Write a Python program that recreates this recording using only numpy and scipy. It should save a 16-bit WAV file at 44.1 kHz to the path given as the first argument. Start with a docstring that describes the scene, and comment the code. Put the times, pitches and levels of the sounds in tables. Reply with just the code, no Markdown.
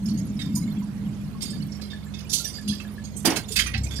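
"""A hay field, where a tractor and baler drone: turning shafts hum and the bodywork rumbles.
Close on the right, each jolt makes loose metal parts click together and ring. A baler part pings,
a few hollow knocks sound, a body panel thumps and bounces, and a low throb swells at the end.
Behind it all lies a soft wash of distant machinery and air."""
import sys
import numpy as np
from scipy import signal
from scipy.fft import rfft, irfft
from scipy.io import wavfile
from scipy.ndimage import uniform_filter1d

SR = 44100
rng = np.random.default_rng(int(sys.argv[2]) if len(sys.argv) > 2 else 0)


def to_wav(s):
    """Save 16-bit WAV."""
    ch = np.atleast_2d(s).T  # columns
    pcm = np.round(np.clip(ch, -1, 1) * 32767)  # PCM
    wavfile.write(sys.argv[1], SR, pcm.astype(np.int16))


N = 176400  # 4 seconds

# Tones of the slow and the fast shaft: multiple_of_turn_rate, level_db
SLOW_SHAFT_TONES = [(3, -53.5), (4, -47), (9, -50), (12, -49)]
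FAST_SHAFT_TONES = [(4, -49.5), (5, -48.5)]
# Which side those tones lean to: pitch_hz, left_minus_right_db
ENGINE_SIDE = [(60, 4.5), (110, -9), (200, -23.5)]
# How hard the bodywork shakes: time_s, relative_level_db
SHAKE_LEVELS = [(0, -32), (.12, -28), (.33, -32), (.56, -25), (.7, -28), (.97, -37), (1.04, -28),
                (1.17, -34), (1.45, -33), (1.63, -26), (1.78, -45), (2.62, -47), (2.7, -26), (2.77, -43),
                (3.7, -44), (3.78, -36), (4, -46)]
# Where the bodywork rings: pitch_hz, width_hz, relative_level_db
BODY_TONES = [(146.8, 78, -5.5), (201.5, 51, -0.5), (281.6, 79, -12.5)]
# Jolts that rattle the metal: start_s, strength_db, main_pitch_hz, fade_s, spread_octaves
JOLTS = [(0.059, -33, 5350, 0.015, 0.89), (0.086, -34.5, 4490, 0.024, 0.72),
         (0.176, -37.5, 6600, 0.021, 1.6), (0.3914, -31, 3816, 0.018, 1.5), (0.4133, -28, 3630, 0.024, 1.2),
         (0.552, -23.5, 9100, 0.018, 1.07), (1.409, -30, 4730, 0.06, 1.1), (1.42, -24.5, 8400, 0.018, 1.9),
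         (1.505, -32.5, 8060, 0.0049, 1.2), (1.622, -37, 4475, 0.0093, 1.7),
         (1.721, -36.5, 5480, 0.02, 0.33), (1.816, -32.5, 4884, 0.023, 1.2),
         (1.9035, -35.5, 3600, 0.031, 1.3), (2.139, -33.5, 3594, 0.024, 1.15),
         (2.189, -34.5, 5050, 0.016, 1.5), (2.2953, -25, 5610, 0.018, 0.8),
         (2.3308, -13.5, 6890, 0.033, 1.27), (2.444, -22.5, 5760, 0.032, 1.21),
         (2.5388, -33.5, 4826, 0.069, 0.99), (2.6785, -23.5, 4944, 0.03, 0.83),
         (2.7329, -40, 4400, 0.0075, 0.65), (2.8, -31.5, 2650, 0.012, 1.3),
         (3.0408, -34.5, 6580, 0.025, 0.95), (3.1657, -27.5, 8260, 0.024, 0.51),
         (3.2544, -10, 8440, 0.012, 1.62), (3.302, -23.5, 5800, 0.015, 0.88),
         (3.3607, -17.5, 4150, 0.012, 1.7), (3.483, -31, 7010, 0.12, 1.7), (3.519, -22, 9360, 0.018, 1.7),
         (3.5613, -14, 4440, 0.019, 1.6), (3.5913, -12.5, 3300, 0.017, 1.3),
         (3.6605, -22.5, 2460, 0.02, 1.64), (3.738, -20, 2585, 0.018, 0.76),
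         (3.776, -30.5, 5280, 0.012, 1.3), (3.8346, -29.5, 7600, 0.027, 1.44),
         (3.866, -36.5, 2444, 0.0094, 0.85), (3.9092, -31, 3470, 0.031, 1.7),
         (3.958, -29, 4960, 0.03, 0.85)]
# Main tones of the loose metal: pitch_hz, relative_level_db
METAL_TONES = [(2340, 0), (3390, -15), (4440, 2.5), (4840, -0.5), (6100, 3), (9640, 5.5)]
# How much weaker the rattle is on the left: pitch_hz, left_minus_right_db
RATTLE_SIDE = [(1000, -20), (4000, -18.5), (14000, -26.5)]
# Pings of the baler part: start_s, relative_level_db
PING_HITS = [(1.531, -40.5), (1.7982, -42), (1.9315, -30), (2.0652, -44), (2.4536, -33), (2.584, -32.5),
             (2.7245, -37), (2.8482, -35.5), (2.98, -32), (3.9877, -34)]
# The two tones of a ping: rough_pitch_hz, relative_level_db, ring_s
PING_TONES = [(1742, -8.5, 0.22), (1761, 1, 0.11)]
# Hollow knocks, and at 3.27 s the low thud of the panel hit: start_s, level_db, pitch_hz
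KNOCK_HITS = [(0.567, -41, 985), (0.819, -45, 980), (1.348, -43.5, 1094), (2.4, -42.5, 1384),
              (3.27, -17, 330), (3.505, -34.5, 434), (3.75, -40, 777)]
# The hit on the panel and its bounces: start_s, level_db, ring_s
PANEL_HITS = [(3.245, -20, 0.36), (3.268, -18, 0.27), (3.312, -24.5, 0.22), (3.366, -26, 0.13)]
# Tone colour of the panel: pitch_hz, relative_level_db
PANEL_COLOUR = [(100, -55), (145, -13), (299, -6), (618, -17.5), (744, -12.5), (1190, -22), (3000, -21.5),
                (5000, -43)]
# Course of the throb: time_s, pulse_rate_hz, level_db
THROB_COURSE = [(3.52, 23.13, -37), (3.68, 29.3, -29.5), (3.8, 33.74, -16), (3.9, 33.1, -27.5),
                (4, 34, -29)]
# Tones of the throb: multiple_of_pulse_rate, relative_level_db
THROB_TONES = [(2, 8.5), (3, 4.5), (4, -0.5)]
# Tone colour of the distant wash: pitch_hz, relative_level_db
WASH_COLOUR = [(15, -42), (25, -14.5), (212, -5.5), (373, -14), (800, -21.5), (1260, -23), (1650, -24.5),
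               (11600, -36), (13600, -38.5), (16000, -85)]
# How much weaker the wash is on the left: pitch_hz, left_minus_right_db
WASH_SIDE = [(60, -34), (240, -2), (950, -5), (3770, -11.5), (15000, -18)]
# How alike the wash is in both ears: pitch_hz, likeness_0_to_1
WASH_LIKENESS = [(60, 0.82), (380, 0.87), (2380, 0.0052), (15000, 0.02)]


def engines():
    """Two turning shafts hum at multiples of their turn rates, wavering a little in speed and level."""
    out = np.zeros((2, N))
    for turn_hz, tones in ((17.13, SLOW_SHAFT_TONES), (22.54, FAST_SHAFT_TONES)):
        turns = np.cumsum(turn_hz * (1 + 0.0048 * drift(top_hz=1.378))) / SR
        for multiple, db in tones:
            level = np.sqrt(2) * amp(db + 2 * drift(top_hz=7.8))
            tone = level * np.sin(2 * np.pi * (multiple * turns + rng.random()))
            out += panned(tone, at_pitch(ENGINE_SIDE, multiple * turn_hz))
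    return out


def bodywork_rumble():
    """Lumpy shaking makes the bodywork ring at low pitches, and carries the engine's hum."""
    hum_hz, hum_db = 204.8, -2.5
    t, body = np.arange(N) / SR, 0
    shaking = rng.standard_normal(N) * amp(1.2 * drift(top_hz=44))
    for hz, width_hz, db in BODY_TONES:
        spin, decay = np.exp(2j * np.pi * hz * t), np.exp(-np.pi * width_hz / SR)
        band = spin * signal.lfilter([1], np.poly([decay] * 3), shaking / spin)  # keeps what is near hz
        body += amp(db) * evened(band.real)
    hum = amp(hum_db) * np.sin(2 * np.pi * hum_hz * t)
    return amp(over_time(SHAKE_LEVELS, 1)) * (evened(body) + hum)


def metal_rattles():
    """Each jolt sets off clicks that ring loose parts; harder jolts click more and crack more sharply."""
    rise_s, small_count, small_db = 0.009, 130, -8.5
    small_hz = np.geomspace(1250, 15500, small_count) * rng.uniform(0.9, 1.02, small_count)
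    hz, db = np.transpose(METAL_TONES + [(f, small_db) for f in small_hz])
    rings = ring(hz[:, None], ring_s=0.045, size=4096) * fade_in(0.004, 4096)
    out, size = np.zeros(N), 8192
    t, noise_hz = np.arange(size) / SR, np.fft.rfftfreq(size, 1 / SR) + 1
    for start_s, strength_db, main_hz, fade_s, octaves in JOLTS:
        scatter_db = (4 - 0.3 * strength_db) * rng.standard_normal((4, len(hz)))  # four different parts
        chance, push, noise, part_choice = rng.random((4, size))
        shape = fade_in(rise_s, size) * np.exp(-(t / fade_s) ** 0.83)
        clicks_per_s = 2400 * amp(0.3 * strength_db)
        clicks = shape * (chance < clicks_per_s / SR) * (push - 0.5)
        clicks[round(rise_s * SR / 2)] += 0.3  # the jolt itself
        main_ring = amp(-21.5 - 0.7 * strength_db) * evened(ring(main_hz, ring_s=0.045, size=4096))
        ringing = 0
        for k, part_db in enumerate(scatter_db):
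            part = evened((amp(db + part_db) * nearness(hz, main_hz, octaves)) @ rings) + main_ring
            ringing += signal.fftconvolve(clicks * ((part_choice * 4).astype(int) == k), part)[:size]
        bursts = (noise - 0.5) * uniform_filter1d(abs(clicks), 150)
        crack = irfft(rfft(bursts) * nearness(noise_hz, main_hz, octaves), size)
        sound = evened(ringing) + amp(3 + 0.7 * strength_db) * evened(crack)
        add(out, start_s - rise_s / 2, amp(strength_db) * sound / abs(sound).max())
    return out + tinkles(out, rings[hz > 2000][::3] * fade_in(rise_s, 4096))


def tinkles(rattling, rings, hits_per_s=140):
    """Tiny hits ring the metal all the time, louder just after a rattle."""
    recent = evened(abs(uniform_filter1d(abs(rattling), 8000, origin=3500))) ** 0.36
    strength = (0.97 + recent) * amp(-53.5 + 3.13 * np.minimum(rng.exponential(1, N), 4))
    hits = strength * (rng.random(N) < hits_per_s / SR)
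    choice = rng.integers(0, len(rings), N)
    return sum(signal.oaconvolve(hits * (choice == k), tone)[:N] for k, tone in enumerate(rings))


def baler_pings():
    """A baler part rings with two tones so close that they wobble against each other."""
    out = np.zeros((2, N))
    for start_s, level_db in PING_HITS:
        pair = sum(amp(db) * ring(hz * rng.uniform(0.96, 1.003), ring_s, size=8000)
                   for hz, db, ring_s in PING_TONES)
        add(out, start_s, panned(amp(level_db - 7.5) * fade_in(0.0023, 8000) * pair, left_db=5))
    return out


def hollow_knocks():
    """Each knock rings one short tone, a little to the right."""
    out = np.zeros((2, N))
    for start_s, db, hz in KNOCK_HITS:
        knock = amp(db) * fade_in(0.0023, 8000) * ring(hz, ring_s=0.14, size=8000)
        add(out, start_s, panned(knock, left_db=-8))
    return out


def panel_thump():
    """A body panel is struck and bounces, each time with a dull burst of noise."""
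    out, size = np.zeros((2, N)), 12000
    t = np.arange(size) / SR
    for start_s, db, ring_s in PANEL_HITS:
        shared, right_only = rng.standard_normal((2, size))
        sides = np.array([evened(colour(x, PANEL_COLOUR)) for x in (shared, shared + 1.4 * right_only)])
        shape = fade_in(0.01, size) * amp(db - 60 * t / ring_s)
        add(out, start_s, panned(sides * shape, left_db=-4))
    return out


def low_throb():
    """Rough, low tones pulse together, speeding up as they swell."""
    pulses = np.cumsum(over_time(THROB_COURSE, 1)) / SR
    tones = sum(amp(db) * (1 + 0.44 * drift(top_hz=25)) * np.cos(2 * np.pi * multiple * pulses)
                for multiple, db in THROB_TONES)
    opening = np.clip((np.arange(N) / SR - THROB_COURSE[0][0]) / 0.066, 0, 1)
    return evened(tones) * amp(over_time(THROB_COURSE, 2)) * opening


def distant_wash(level_db=-45):
    """Far machinery and air blend into noise with drifting louder and softer patches."""
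    frames, hz = N // 256 + 5, np.fft.rfftfreq(1024, 1 / SR)[:, None]
    noise = rng.standard_normal((frames, 513, 5)).T
    patches_db = 1.78 * evened(uniform_filter1d(uniform_filter1d(noise[4], 12, 0), 10, 1))
    treble_flicker_db = 0.5 * np.resize(drift(top_hz=15)[::256], frames) * np.clip(hz / 1500, 0, 1)
    left, unrelated = noise[0] + 1j * noise[1], noise[2] + 1j * noise[3]
    likeness = at_pitch(WASH_LIKENESS, hz)
    right = likeness * left + np.sqrt(1 - likeness ** 2) * unrelated
    sides = np.array([left * amp(at_pitch(WASH_SIDE, hz)), right])
    sides *= amp(at_pitch(WASH_COLOUR, hz) + patches_db + treble_flicker_db)
    return amp(level_db) * evened(signal.istft(sides, nperseg=1024, noverlap=768)[1][:, :N])


def close_on_right(sound, echo_s=0.22, delay_samples=5):
    """A sound on the right reaches the left ear weaker and later, with short echoes on both sides."""
    echo = rng.standard_normal((2, 9000)) * amp(-60 * np.arange(9000) / SR / echo_s)
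    echoes = signal.fftconvolve(sound[None], echo / np.linalg.norm(echo[0]), axes=1)[:, :N]
    left, right = 2.303 * (sound + amp([[-5.5], [-13]]) * echoes)
    return np.array([np.roll(colour(left, RATTLE_SIDE), delay_samples), right])


def nearness(hz, main_hz, spread_octaves, top_hz=13200):
    """Favours pitches near the main one and softens the highest."""
    distance = abs(np.log2(hz / main_hz) / spread_octaves)
    return np.exp(-np.where(hz > main_hz, 0.5 * distance ** 2, distance ** 4)) / (1 + (hz / top_hz) ** 4)


def ring(hz, ring_s, size):
    """A tone that fades by 60 dB in ring_s."""
    t = np.arange(size) / SR
    return amp(-60 * t / ring_s) * np.sin(2 * np.pi * hz * t)


def drift(top_hz):
    """A smooth random wander, about 1 in size."""
    t = np.arange(0, N + 64, 64) / SR
    waves = sum(np.sin(2 * np.pi * (hz * t + rng.random())) / np.sqrt(hz)
                for hz in np.geomspace(0.3, top_hz, 20))
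    return np.interp(np.arange(N) / SR, t, evened(waves))


def colour(x, table):
    """Turns each pitch up or down as the table says."""
    return irfft(rfft(x) * amp(at_pitch(table, np.fft.rfftfreq(len(x), 1 / SR))), len(x))


def evened(x):
    """Scales x to an average power of 1."""
    return x / np.sqrt(np.mean(x ** 2) + 1e-20)


def amp(db):
    return 10 ** (np.asarray(db) / 20)


def fade_in(rise_s, size):
    return np.minimum(np.arange(size) / (SR * rise_s), 1)


def panned(x, left_db):
    return amp([[left_db / 2], [-left_db / 2]]) * x


def at_pitch(table, hz):
    table_hz, values = np.transpose(table)
    return np.interp(np.log(hz + 1), np.log(table_hz + 1), values)


def over_time(table, column):
    rows = np.array(table)
    return np.interp(np.arange(N) / SR, rows[:, 0], rows[:, column])


def add(mix, start_s, sound):
    part = mix[..., round(start_s * SR):][..., :sound.shape[-1]]
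    part += sound[..., :part.shape[-1]]


def scene():
    """The drone and the wash, with the shorter sounds on top."""
    steady = engines() + bodywork_rumble() + distant_wash()
    rattles = close_on_right(metal_rattles())
    return steady + rattles + baler_pings() + hollow_knocks() + panel_thump() + low_throb()


def record(dry):
    """Cuts the treble above 15900 Hz."""
    return signal.oaconvolve(dry, signal.firwin(511, 15900, window=("kaiser", 9), fs=SR)[None], "same")


dry = scene()
out = record(dry)
to_wav(out)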